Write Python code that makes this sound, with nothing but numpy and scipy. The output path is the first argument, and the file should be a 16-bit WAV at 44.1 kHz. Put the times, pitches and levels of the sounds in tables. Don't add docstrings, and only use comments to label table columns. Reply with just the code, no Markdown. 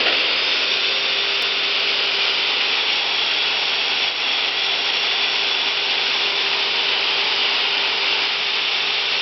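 import sys
import numpy as np
from scipy import signal
from scipy.fft import rfft, irfft, next_fast_len
from scipy.io import wavfile

SR = 44100
rng = np.random.default_rng(int(sys.argv[2]) if len(sys.argv) > 2 else 0)


def materialize(psi):
    bounded = np.clip(np.atleast_2d(psi).T, -1, 1)
    quanta = np.round(bounded * 32767).astype(np.int16)
    wavfile.write(sys.argv[1], SR, quanta)


N = 406161
T = np.arange(N) / SR

START_HZ, FREE_HZ = 274, 399.4
COME_ROUND = (1.1, 1.5)
# t/s, level/dB below its peak
VENT_AIM = [(.9, -1), (1.65, -4), (1.9, -10.5), (2.5, -6.5), (2.85, -.5), (5.4, 0), (6.4, -3.5), (7.3, -10),
            (8.35, -7.5), (8.65, -3.5)]


def undb(db):
    return 10 ** (np.asarray(db) / 20)


def unit(x):
    return x / np.sqrt(np.mean(x ** 2))


def curve(table):
    return np.interp(T, *np.transpose(table))


def shaped_noise(gain_at):
    size = next_fast_len(N, real=True)
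    f = np.fft.rfftfreq(size, 1 / SR)
    return unit(irfft(rfft(rng.standard_normal(size)) * gain_at(f), size)[:N])


def walk(rate):
    return shaped_noise(lambda f: np.exp(-(f / rate) ** 2))


def turbulence(spectrum):
    hz, db = np.transpose(spectrum)
    return shaped_noise(lambda f: undb(np.interp(np.log(f + 1), np.log(hz), db)))


def cavity(hz, width, db):
    lowpass = signal.butter(2, width / 2, fs=SR)
    eddies = signal.lfilter(*lowpass, rng.standard_normal(N) + 1j * rng.standard_normal(N))
    phase = 2 * np.pi * np.cumsum(hz * np.ones(N)) / SR
    return undb(db) * unit(np.real(eddies * np.exp(1j * phase)))


def move(start_s, length_s):
    return np.clip((T - start_s) / length_s, 0, 1)


def tipped():
    return move(2.3, .7) - move(4.6, 2.3)


def speed(run_up_s=.28, sag_hz=2.8):
    return FREE_HZ / (1 + (FREE_HZ / START_HZ - 1) * np.exp(-T / run_up_s)) - sag_hz * tipped()


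def facing(part):
    parts = { "fan": (-21, -0.8, 0.52, -1.06), "blade": (-35.5, -1.5, 0, -3),
             "mouth": (-36, -1.5, 16.5, -3), "shell": (-21, -3, 2.7, -8.5), "slots": (-19, -1.5, -3, -4),
             "sides": (-27.5, -6, -1.1, -4.5), "hum": (-38.5, -5.5, -0.64, -4),
             "octave": (-52, 6.5, 0.5, -3), }
    db, tipped_db, round_db, aside_db = parts[part]
    turned_aside = move(8.22, .1)
    return undb(db + tipped_db * tipped() + round_db * move(*COME_ROUND) + aside_db * turned_aside)


def dips(fall_s=0.041):
    # t/s, depth/dB, recovery/s
    drops = [(4.09, 7.5, 0.074), (4.49, 3, 0.074), (5.69, 2.5, 0.1)]
    return undb(-sum(db * move(s, fall_s) * np.exp(-np.abs(T - s) / back) for s, db, back in drops))


def room(x, decay_s=0.61, wet_db=-11):
    t = T[:SR // 2]
    tails = rng.standard_normal((4, len(t))) * np.exp(-np.log(1000) * t / decay_s) * (t > .008)
    blend = np.array([walk(0.65) for _ in tails])
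    blend /= np.linalg.norm(blend, axis=0)
    wet = sum(share * signal.fftconvolve(x, tail / np.linalg.norm(tail))[:N]
              for share, tail in zip(blend, tails))
    return x + undb(wet_db) * wet


def reflections(x, guard_share=-0.069, sway_ms=0.1):
    # t/s, delay/ms
    guard_path = [(2.2, 1), (3.1, 1.68), (5.8, 1.65), (7.2, 1.37), (8.1, 1.99), (9.2, 2)]
    # delay/ms, share reflected
    echoes = [(2.15, 0.049), (2.601, 0.041), (4.7, 0.057)]
    out = x + guard_share * np.interp(T - curve(guard_path) / 1000, T, x)
    for ms, share in echoes:
        delay_s = (ms + sway_ms * walk(0.99)) / 1000
        out += share * np.interp(T - delay_s, T, x)
    return out


def gear_rattle(knocks_per_s=1500):
    # t/s, length/s, level/dB
    bursts = [(.01, .016, -19.5), (.076, .02, -17.5), (.132, .012, -20)]
    # f/Hz, width/Hz, level/dB
    housing = [(493, 47, 6.5), (700, 79, 7.5), (1500, 400, 0), (1960, 360, 2.5), (2720, 200, 10)]
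    envelope = sum(undb(db) * np.exp(-((T - s) / length) ** 2) for s, length, db in bursts)
    knocks = rng.standard_normal(N) * (rng.random(N) < knocks_per_s / SR)
    ringing = sum(undb(db) * signal.lfilter(*signal.iirpeak(hz, hz / width, fs=SR), knocks)
                  for hz, width, db in housing)
    return envelope * unit(ringing)


def gear_tones(angle, flutter_db=1.5):
    return sum(undb(db + flutter_db * walk(13)) * np.sin(multiple * angle)
               for multiple, db in [(3 / 8, -58), (9 / 8, -49), (6, -44)])


def motor_hum(hz, angle, flutter_db=0.9):
    hum = facing("hum") * undb(flutter_db * walk(1.9)) * np.sin(angle)
    octave = facing("octave") * undb(flutter_db * walk(6.1)) * np.sin(2 * angle)
    return (hz / FREE_HZ) ** 7 * (hum + octave)


def fan_whine(hz, angle, vanes=14, housing_hz=5150):
    whine = (1 + .18 * walk(76)) * np.sin(vanes * angle)
    flare_db = 6.5 * np.exp(-((vanes * hz - housing_hz) / 200) ** 2)
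    level_db = -31 + curve(VENT_AIM) + flare_db + 1.3 * walk(8)
    return undb(level_db) * (hz / FREE_HZ) ** 5 * whine


def guard_rings(sink_hz=70):
    mouth = facing("mouth") * cavity(880 - sink_hz * tipped(), width=300, db=-17)
    shell = facing("shell") * cavity(1440, width=130, db=-24.5)
    faint_ring = (1 - move(*COME_ROUND)) * cavity(533, width=7.7, db=-50)
    return mouth + shell + faint_ring


def vent_rings(hz, sink_hz=175.6):
    # f/Hz, width/Hz, level/dB
    side_rings = [(2953, 380, 1.5), (4890, 180, -5.5)]
    aim_db = curve(VENT_AIM)
    vent = (hz / FREE_HZ) ** 3 * cavity(3551 - sink_hz * tipped(), width=180, db=-28.5 + aim_db)
    slots = facing("slots") * cavity(4750, width=450, db=-16.5)
    sides = facing("sides") * (1 - undb(aim_db)) * sum(cavity(*ring) for ring in side_rings)
    return vent + slots + sides


def blade_rush(strain, strain_db=6):
    # f/Hz, level/dB
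    blade_air = [(40, -22), (120, -20.5), (180, -17), (260, -6), (350, -5.5), (400, -2.5), (500, -2.5),
                 (600, -3), (850, -10.5), (1500, -19)]
    # f/Hz, width/Hz, level/dB
    hollow = [(480, 36, -18.5), (521.5, 14, -17)]
    rush = turbulence(blade_air) + sum(cavity(*ring) for ring in hollow)
    return facing("blade") * undb(strain_db * strain) * rush


def fan_rush(hz, gust_db=0.58, bright_hz=4000):
    # f/Hz, level/dB
    fan_air = [(30, -39.5), (120, -33.5), (250, -27), (650, -13), (1200, -7.5), (1750, -9), (1950, -5),
               (2200, -3.5), (2400, 0), (2780, 2), (3660, -1.5), (3870, -4.5), (4200, -4.5), (4950, -7.5),
               (5250, -4), (5700, -14.5)]
    rush = facing("fan") * undb(gust_db * walk(23)) * turbulence(fan_air)
    treble = signal.sosfiltfilt(signal.butter(4, bright_hz, "high", fs=SR, output="sos"), rush)
    return rush - treble * (1 - (hz / FREE_HZ) ** 1.2)


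def air(hz, strain_db=2.0):
    # t/s, level/dB
    swell = [(.9, .5), (1.4, -0.2), (1.75, 0.5), (2.3, 0.65), (3.1, 0.5), (5, 0.05), (7.2, 0.4)]
    strain = (FREE_HZ - hz) / (FREE_HZ - START_HZ)
    rush = fan_rush(hz) + blade_rush(strain) + guard_rings() + vent_rings(hz)
    return undb(strain_db * strain + curve(swell)) * rush


def scene():
    hz = speed()
    noise = undb(0.49) * room(reflections(air(hz) + gear_rattle()))
    angle = 2 * np.pi * np.cumsum(hz * (1 + .0003 * walk(12))) / SR
    tones = np.sqrt(2) * (motor_hum(hz, angle) + fan_whine(hz, angle) + gear_tones(angle))
    return (dips() * (noise + tones))[None]


def record(dry, click_s=1.4233, top_hz=15800):
    dulled = signal.fftconvolve(dry[0], signal.firwin(301, 5750, fs=SR), "same")
    sampled = 4 * dulled * (np.arange(N) % 4 == 0)
    smoothed = signal.fftconvolve(sampled, signal.firwin(105, 5345, window=("kaiser", 9), fs=SR), "same")
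    click = signal.lfilter([.25], [1, -.4], np.arange(N) == int(click_s * SR))
    treble_cut = signal.ellip(8, .2, 70, top_hz, fs=SR, output="sos")
    return signal.sosfilt(treble_cut, smoothed + click)[None]


dry = scene()
out = record(dry)
materialize(out)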